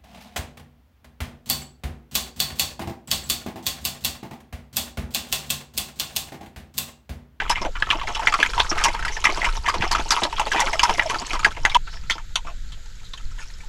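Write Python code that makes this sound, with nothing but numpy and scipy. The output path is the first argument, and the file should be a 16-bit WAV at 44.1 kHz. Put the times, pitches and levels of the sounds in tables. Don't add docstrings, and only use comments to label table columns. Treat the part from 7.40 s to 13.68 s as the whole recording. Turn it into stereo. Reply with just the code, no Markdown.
import sys
import numpy as np
from scipy import signal
from scipy.fft import rfft, irfft, next_fast_len
from scipy.io import wavfile

SR = 44100
rng = np.random.default_rng(int(sys.argv[2]) if len(sys.argv) > 2 else 0)


def wav_out(sig):
    wavfile.write(sys.argv[1], SR, np.round(np.clip(np.atleast_2d(sig).T, -1, 1) * 32767).astype(np.int16))


N = 276948

# frequency in Hz, density in dB per Hz.
AIR_SPECTRUM = [(200, -8), (500, 7), (900, -21.5), (1350, 10.5), (2700, 2.5), (3800, 8), (5700, -1),
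                (6900, 5.5), (7700, 1.5), (8700, -14.5), (12000, -10.5), (16000, -36)]
AIR_DB = -52

# frequency in Hz, density in dB per Hz.
WIND_SPECTRUM = [(8, -0.5), (22, 3.5), (40, -5.5), (60, -12.5), (100, -20), (170, -28), (300, -43),
                 (700, -87)]
WIND_DB, WIND_EASES_DB_PER_S, GUST_DB, GUSTS_PER_S = -27.5, 0.8, 2.5, 9

# time in seconds, splatter level in dB, spray level in dB.
MASH_LEVELS = [(0.0, -17, -49), (0.31, -45, -50.5), (0.5, -23.5, -40), (0.7, -26.5, -40),
               (1.2, -22.5, -30.5), (1.55, -26.5, -34.5), (2.05, -23.5, -31.5), (2.22, -33, -38),
               (2.45, -22.5, -35.5), (2.8, -26.5, -27), (2.95, -26.5, -37), (3.15, -21, -32),
               (3.45, -22.5, -27.5), (3.9, -23.5, -31), (4.18, -34, -42.5), (4.36, -28, -40),
               (4.41, -55, -68), (4.52, -37, -46), (4.85, -55.5, -64.5), (5.22, -56.5, -54.5),
               (6.0, -46.5, -45), (6.28, -48, -47.5)]
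# frequency in Hz, density in dB per Hz.
SPLATTER_SPECTRUM = [(200, -24), (400, -32), (700, -17), (1000, 3), (1500, -14), (2200, -7), (3300, -2.5),
                     (4300, -21.5), (6000, -48.5), (12000, -53)]
GURGLE_DB = -16.5
BLIP_DB = -5.5

# start in seconds, mouth level in dB over 10 ms, cavity pitch in Hz,
# burst spread in seconds, spray in dB re mouth, jaw opening in dB re smack.
SMACKS = [(0.002, -20.5, 1620, 0.0068, -30, -8), (0.096, -14.5, 950, .009, -4.5, -11.5),
          (0.152, -22, 2060, 0.015, -24, -14), (0.353, -27, 1230, 0.011, -30, -29),
          (0.423, -15.5, 1660, 0.0029, -34, -29), (0.502, -13, 3000, 0.0043, -29, -6),
          (0.613, -25, 1150, 0.0042, -30, -5), (0.749, -25, 2830, 0.01, -9.5, -1.5),
          (0.871, -10.5, 1740, 0.005, -20.5, -15), (0.923, -20, 1180, 0.0057, -13, -4),
          (0.939, -15.5, 1270, 0.0042, -13, -24), (1.0, -21, 2400, 0.0099, -9.5, -17),
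          (1.028, -11, 1740, .004, -19, -21), (1.061, -22.5, 2200, 0.0024, -14, -26),
          (1.178, -17.5, 950, 0.0056, -36, -1), (1.2, -13, 3220, 0.0047, -27, -22),
          (1.377, -25.5, 1180, 0.0098, -8, -9.5), (1.412, -21, 1440, 0.011, -24, -14.5),
          (1.437, -17, 2970, 0.0077, 1, 3), (1.481, -23.5, 1820, 0.0053, -11, -8),
          (1.547, -26, 910, 0.0059, -32, -11), (1.649, -22, 1490, 0.0061, -10.5, -10),
          (1.68, -24.5, 1900, 0.0046, -11, -9), (1.839, -18.5, 1250, 0.007, -5, -2.5),
          (1.851, -10.5, 2000, 0.0089, -16.5, -17), (2.011, -21, 2050, 0.017, -16, -4),
          (2.044, -16.5, 1960, 0.0092, -13, -4), (2.26, -18.5, 1940, 0.011, -15.5, -10),
          (2.283, -14, 1140, 0.0089, -11.5, -18), (2.339, -21.5, 1074, .008, -13.5, -12),
          (2.421, -21, 1680, 0.0069, -21, -0.5), (2.513, -21, 1020, 0.0083, 1, 0.5),
          (2.549, -15.5, 1340, .005, -18, -15), (2.705, -17, 1110, 0.0099, 3.5, -2.5),
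          (2.764, -18.5, 1130, .004, -25, -7), (2.833, -19, 3700, 0.0048, -8.5, -17),
          (2.996, -15.5, 1000, 0.0044, -12.5, -6.5), (3.117, -19.5, 1820, .007, -9.5, -5),
          (3.176, -21, 970, .010, -28, 4.5), (3.201, -19.5, 1830, 0.0067, -0.5, -0.5),
          (3.33, -28, 940, 0.0086, -2, -27), (3.393, -15, 2650, 0.0045, -10.5, -14.5),
          (3.431, -11, 1010, .006, -5.5, -20), (3.493, -16.5, 990, 0.0044, -15.5, -22),
          (3.594, -13, 1840, 0.0042, -31, -13), (3.695, -20, 970, 0.0093, -10, -11),
          (3.931, -24, 1100, 0.0059, -7, 1.5), (3.992, -27, 1240, 0.0042, -8, -27),
          (4.046, -8.5, 1830, 0.0072, -13.5, -18), (4.25, -11, 1770, 0.0038, -12.5, -16.5),
          (4.295, -27, 3380, 0.0062, -14, -11), (4.346, -15, 2940, 0.0039, -12, -3),
          (4.472, -35.5, 1380, .009, -20, -31), (4.698, -18.5, 1970, 0.0033, -10.5, -29),
          (4.707, -19.5, 3270, 0.0062, -12.5, -17), (4.781, -34, 1270, 0.0031, -14, -10),
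          (4.956, -19, 3210, .003, -7, -18), (5.065, -32, 1320, 0.014, -16, -10.5),
          (5.321, -40.5, 3470, 0.0086, -8, -20), (5.734, -33.5, 3640, .003, -16, -27),
          (5.774, -40, 3260, 0.0062, -7, -18), (5.984, -36, 1780, 0.022, -9.5, -36),
          (6.012, -42, 2330, .012, -4, -29), (6.204, -44.5, 2190, 0.0062, -13, -31)]
# frequency in Hz, density in dB per Hz.
MOUTH_SPECTRUM = [(350, -24), (650, -10), (950, 0.5), (1400, 4), (2000, 6), (3200, 7), (4200, -4.5),
                  (6000, -9), (12000, -82)]
# frequency in Hz, density in dB per Hz.
SPRAY_SPECTRUM = [(3000, -6), (4300, 2), (6400, 0), (8000, -5.5), (9200, -13), (10500, -11), (13000, -24.5),
                  (16000, -63.5)]
# frequency in Hz, density in dB per Hz.
HOLLOW_SPECTRUM = [(90, -16.5), (200, 7.5), (350, 11), (480, 5), (680, 18), (1000, -34.5), (3000, -41.5)]
OPEN_AFTER_S, OPEN_HZ, OPEN_SPREAD_S, OPEN_SPRAY_DB = .016, 951, .008, -18.5
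RING_SHARE, LIP_GAP_HZ, HOLLOW_DB = 0.75, 5547, -34

CHEWS_PER_S, CHEW_DB, CHEW_SPREAD_DB, CHEW_HZ, CHEW_SPRAY_DB = 9, -1, 3, 1383, -15.5

# start in seconds, level in dB, pitch in Hz, length in seconds.
SIPS = [(0.209, -35.5, 5270, 0.028), (0.741, -38, 5460, 0.022), (1.29, -24, 5600, 0.024),
        (1.708, -37, 5900, 0.065), (2.959, -31.5, 3020, 0.029), (3.163, -24.5, 2100, 0.03),
        (4.422, -50, 4160, 0.15), (4.487, -48, 5100, 0.12), (4.66, -54, 4320, 0.039),
        (4.716, -43.5, 4950, 0.052), (5.629, -50.5, 3700, 0.062)]

# start in seconds, peak in dB, pitch in Hz, 60 dB decay in seconds.
BUMPS = [(0.212, -20, 175, 0.014), (0.86, -28, 70.5, 0.052), (1.319, -24, 152, 0.031),
         (2.078, -15.5, 27.3, 0.63), (2.191, -20.5, 59.6, 0.11), (2.404, -12, 113, 0.023),
         (2.822, -29, 91, 0.049)]

# start in seconds, level in dB over 10 ms.
SQUELCHES = [(0.215, -30), (0.247, -27), (0.543, -31), (0.69, -36), (0.82, -35), (0.987, -28), (1.312, -26),
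             (1.481, -30.5), (1.89, -27), (1.971, -30.5), (2.341, -32), (2.421, -28), (2.552, -39.5),
             (2.591, -29), (2.819, -25.5), (2.849, -26.5), (3.06, -29.5), (3.142, -26), (3.261, -30.5),
             (3.491, -26), (3.58, -29.5), (3.735, -32.5), (3.815, -33.5), (3.931, -32.5), (4.06, -27),
             (4.167, -37.5), (4.752, -41.5), (5.048, -46), (5.101, -50), (5.37, -59)]
SQUELCH_SPREAD_S, SQUELCH_HZ, SQUELCH_MOUTH_DB, SQUELCH_SPRAY_DB = .009, 925, 4.5, -18

# start in seconds, level in dB before the swell, start pitch in Hz,
# length in seconds, glide in octaves per second.
PLOPS = [(0.944, -15, 1150, .014, 3), (1.455, -12, 930, .012, 0), (2.245, -27, 950, .02, 0),
         (3.146, -17, 830, .016, -10), (3.226, -22, 900, .016, 0), (3.232, -27, 550, .025, -3),
         (3.335, -23, 680, .025, -5), (3.446, -16, 960, .02, 3), (3.497, -16, 940, .016, 0),
         (3.655, -21, 680, .022, -8), (4.353, -5.5, 970, .018, 0)]

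STOP_S = 4.372
PEN_T60_S = 0.069
# frequency in Hz, correlation from 0 to 1.
LIKENESS = [(30, 0.74), (300, 0.95), (1000, 0.97), (3000, 0.79), (9000, 0.82), (13000, 0.61)]
# frequency in Hz, dB by which left is raised and right lowered.
TREBLE_PAN = [(200, 0.04), (600, -1), (1500, 0), (6000, 0.5), (9000, 1.3), (13000, 3)]
CUTOFF_HZ = 15900


def from_db(db):
    return 10 ** (np.asarray(db) / 20)


def rms_one(x):
    return x / np.sqrt(np.mean(x ** 2) + 1e-20)


def in_time(rows):
    s, *columns = np.transpose(rows)
    return [np.interp(np.arange(N) / SR, s, column) for column in columns]


def at_hz(points, hz):
    f, value = np.transpose(points)
    return np.interp(np.log(hz + 1), np.log(f), value)


def colour(x, spectrum):
    size = 2 * next_fast_len(x.shape[-1] // 2 + 512)
    gain = from_db(at_hz(spectrum, np.fft.rfftfreq(size, 1 / SR)))
    cepstrum = irfft(np.log(gain))
    cepstrum[1:size // 2] *= 2
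    cepstrum[size // 2 + 1:] = 0
    response = np.exp(rfft(cepstrum))
    return irfft(rfft(x, size) * response)[..., :x.shape[-1]]


def drift(rate_hz):
    knots = np.arange(N) / SR * rate_hz
    return rms_one(np.interp(knots, np.arange(4096), rng.standard_normal(4096)))


def ring(x, hz, t60_s):
    r = from_db(-60 / (t60_s * SR))
    w = 2 * np.pi * hz / SR
    return signal.lfilter([.5, 0, -.5], [1, -2 * r * np.cos(w), r * r], x + 1e-18)


def add(out, s, sound):
    i = max(0, int(s * SR))
    out[i:i + len(sound)] += sound[:max(0, N - i)]


def stereo(mid, side):
    alike = np.clip(at_hz(LIKENESS, np.fft.rfftfreq(N, 1 / SR)), 0, 1)
    width = np.sqrt((1 - alike) / (1 + alike))
    return mid + irfft(rfft(side) * width, N) * np.array([[1], [-1]])


def crackle(per_s, spread_db, size):
    chance = rng.random(size)
    big = rng.exponential(1, size)
    sign = rng.choice([-1, 1], size)
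    return (chance < per_s / SR) * sign * from_db(spread_db * np.minimum(big, 4))


def noise(spectrum):
    return stereo(*rms_one(colour(rng.standard_normal((2, N)), spectrum)))


def air():
    return from_db(AIR_DB) * noise(AIR_SPECTRUM)


def wind():
    eased_db = WIND_DB - WIND_EASES_DB_PER_S * np.arange(N) / SR
    level_db = eased_db + GUST_DB * drift(GUSTS_PER_S)
    return from_db(level_db) * noise(WIND_SPECTRUM) * from_db([[-2.8], [1.8]])


def bubble(hz, cycles, slide, t):
    age = t * hz / cycles
    bend = 1 + slide * np.minimum(age, 1) / 2
    return from_db(-60 * age) * np.sin(2 * np.pi * hz * t * bend)


def bubbles(per_s, low_hz, high_hz, cycles, spread_db, size=1024):
    out, t = np.zeros(N), np.arange(size) / SR
    dice = np.random.default_rng(rng.integers(2 ** 31))
    for when, pitch, big, slide in dice.random((int(per_s * N / SR), 4)):
        hz = low_hz * (high_hz / low_hz) ** pitch
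        size_db = spread_db * min(-np.log(1 - big), 3)
        add(out, when * N / SR, from_db(size_db) * bubble(hz, cycles, .6 * slide - .2, t))
    return rms_one(out)


def mash():
    splatter_db, spray_db = in_time(MASH_LEVELS)
    clumps = from_db(2.95 * drift(60))
    large = bubbles(70, 290, 640, cycles=14, spread_db=4.0, size=2048)
    middle = bubbles(200, 720, 3800, cycles=19, spread_db=5.0)
    blips = bubbles(45, 650, 3200, cycles=36, spread_db=3.5, size=2048)
    small = bubbles(220, 3800, 11000, cycles=34, spread_db=5.5, size=512)
    clicks = rms_one(colour(crackle(700, 1.4, N), SPLATTER_SPECTRUM))
    splatter = rms_one(middle + from_db(BLIP_DB) * blips + .5 * clicks)
    spray = rms_one(colour(small + rms_one(crackle(720, 3.3, N)), SPRAY_SPECTRUM))
    body = from_db(splatter_db - 12) * (splatter + from_db(GURGLE_DB) * large)
    return clumps * (body + from_db(spray_db - 9.5) * spray)


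def cluster(spread_s, t, low_hz, high_hz, cycles, count):
    when = np.abs(rng.normal(0, 1.1 * spread_s, (count, 1)))
    pitch = (np.arange(count)[:, None] + rng.random((count, 1))) / count
    hz = low_hz * (high_hz / low_hz) ** pitch
    slide, size_db = rng.normal(0, 1, (2, count, 1))
    tones = bubble(hz, cycles, 0.19 * slide, np.maximum(t - when, 0))
    rings = from_db(4.6 * size_db) * np.sqrt(hz) * tones
    return rms_one(rings.sum(axis=0))


def film_burst(spread_s, t, films_per_s=800):
    fade = np.exp(-t ** 2 / (2 * np.pi * spread_s ** 2))
    films = crackle(films_per_s, 3.0, len(t)) + 0.038 * rng.standard_normal(len(t))
    return rms_one(fade * films)


def hollow(spread_s, t):
    films = rms_one(colour(film_burst(spread_s, t), HOLLOW_SPECTRUM))
    return rms_one(films + cluster(spread_s, t, 272, 605, cycles=21.4, count=2))


def at_level(sound, db):
    return from_db(db) * np.sqrt(.01 * SR / len(sound)) * sound


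def smack(db, hz, spread_s, spray_db, snap=0.69, cycles=15, glide_per_s=9, squeak=0.63, size=2560):
    t = np.arange(size) / SR
    films, mist = film_burst(spread_s, t), film_burst(spread_s, t)
    films[int(min(spread_s, .02) * .4 * SR)] += snap * np.sqrt(size)
    cavity = ring(ring(films, hz, cycles / hz), hz, 4.0 / hz)
    warped_t = t + rng.normal(0, glide_per_s) * t ** 2 / 2
    cavity = rms_one(np.interp(warped_t, t, cavity))
    wet_bubbles = cluster(spread_s, t, 850, 3500, cycles=24, count=4)
    froth = rms_one(rms_one(colour(films, MOUTH_SPECTRUM)) + wet_bubbles)
    mouth = rms_one(np.sqrt(RING_SHARE) * cavity + np.sqrt(1 - RING_SHARE) * froth)
    fine_bubbles = cluster(spread_s, t, 3360, 14250, cycles=34, count=6)
    fizz = rms_one(colour(fine_bubbles + mist + films, SPRAY_SPECTRUM))
    lip_gap = rms_one(ring(mist, LIP_GAP_HZ * 2 ** rng.normal(0, 0.14), 0.017))
    spray = rms_one(fizz + squeak * lip_gap)
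    low_body = from_db(HOLLOW_DB) * hollow(spread_s, t)
    return at_level(mouth + from_db(spray_db) * spray + low_body, db)


def smacks(start_s, end_s):
    out = np.zeros(N)
    for s, db, hz, spread_s, spray_db, open_db in SMACKS:
        if start_s <= s < end_s:
            add(out, s, smack(db, hz, spread_s, spray_db))
            open_hz = OPEN_HZ * 2 ** rng.normal(0, .15)
            add(out, s + OPEN_AFTER_S, smack(db + open_db, open_hz, OPEN_SPREAD_S, OPEN_SPRAY_DB))
    return out


def chews():
    out, level_db = np.zeros(N), in_time(MASH_LEVELS)[0]
    for k, (late, loud, pitch) in enumerate(rng.uniform(-1, 1, (128, 3))):
        s = (k + 1 + late / 2) / CHEWS_PER_S
        if s < N / SR:
            db = level_db[int(s * SR)] + CHEW_DB + CHEW_SPREAD_DB * loud
            add(out, s, smack(db, CHEW_HZ * 2 ** (.8 * pitch), .005, CHEW_SPRAY_DB))
    return out


def sips(half_width_hz=550):
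    out = np.zeros(N)
    t60_s = np.log(1000) / (np.pi * 2 * half_width_hz)
    for s, db, hz, length_s in SIPS:
        size = int(length_s * SR)
        jet = crackle(4700, 2.4, size)
        for _ in range(2):
            jet = ring(jet, hz, t60_s)
        add(out, s, from_db(db) * rms_one(jet) * signal.windows.tukey(size, .7))
    return out


def bumps():
    out, t = np.zeros(N), np.arange(SR // 2) / SR
    for s, db, hz, t60_s in BUMPS:
        add(out, s, from_db(db - 60 * t / t60_s) * np.sin(2 * np.pi * hz * t))
    return out


def squelches(start_s, end_s, size=3072):
    out, t = np.zeros(N), np.arange(size) / SR
    for s, db in SQUELCHES:
        if start_s <= s < end_s:
            add(out, s, at_level(hollow(SQUELCH_SPREAD_S, t), db))
            hz = SQUELCH_HZ * 2 ** rng.normal(0, 0.071)
            add(out, s, smack(db + SQUELCH_MOUTH_DB, hz, SQUELCH_SPREAD_S, SQUELCH_SPRAY_DB))
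    return out


def plops():
    out = np.zeros(N)
    for s, db, hz, length_s, glide in PLOPS:
        t = np.arange(int(length_s * SR)) / SR
        swell = signal.windows.tukey(len(t), .25) * np.exp(-.7 * t / length_s)
        phase = 2 * np.pi * np.cumsum(hz * 2 ** (glide * t)) / SR
        add(out, s, from_db(db) * swell * np.sin(phase))
    return out


def pen(x, wet_db, size=8192):
    t = np.arange(size) / SR
    echoes = rng.standard_normal((2, size)) * from_db(-60 * t / PEN_T60_S) * (t > .002)
    mid, side = (signal.fftconvolve(x, rms_one(e) / np.sqrt(size))[:N] for e in echoes)
    return stereo(x + from_db(wet_db) * mid, from_db(1.5) * side)


def scene():
    close = pen(smacks(0, STOP_S) + squelches(0, STOP_S) + plops() + bumps(), wet_db=-8)
    close = close * np.clip((STOP_S - np.arange(N) / SR) / .001, 0, 1)
    distant = pen(smacks(STOP_S, np.inf) + squelches(STOP_S, np.inf), wet_db=-4.5)
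    running = pen(mash() + chews() + sips(), wet_db=-6.5)
    feeding = (close + distant + running) * from_db([[-.7], [.6]])
    return feeding + wind() + air()


def record(dry):
    tilt_db = at_hz(TREBLE_PAN, np.fft.rfftfreq(N, 1 / SR)) * np.array([[1], [-1]])
    heard = irfft(rfft(dry) * from_db(tilt_db), N)
    rounded = heard / (1 + heard ** 6) ** (1 / 6)
    low_pass = signal.ellip(10, .1, 70, CUTOFF_HZ, fs=SR, output="sos")
    return signal.sosfilt(low_pass, rounded)


dry = scene()
out = record(dry)
wav_out(out)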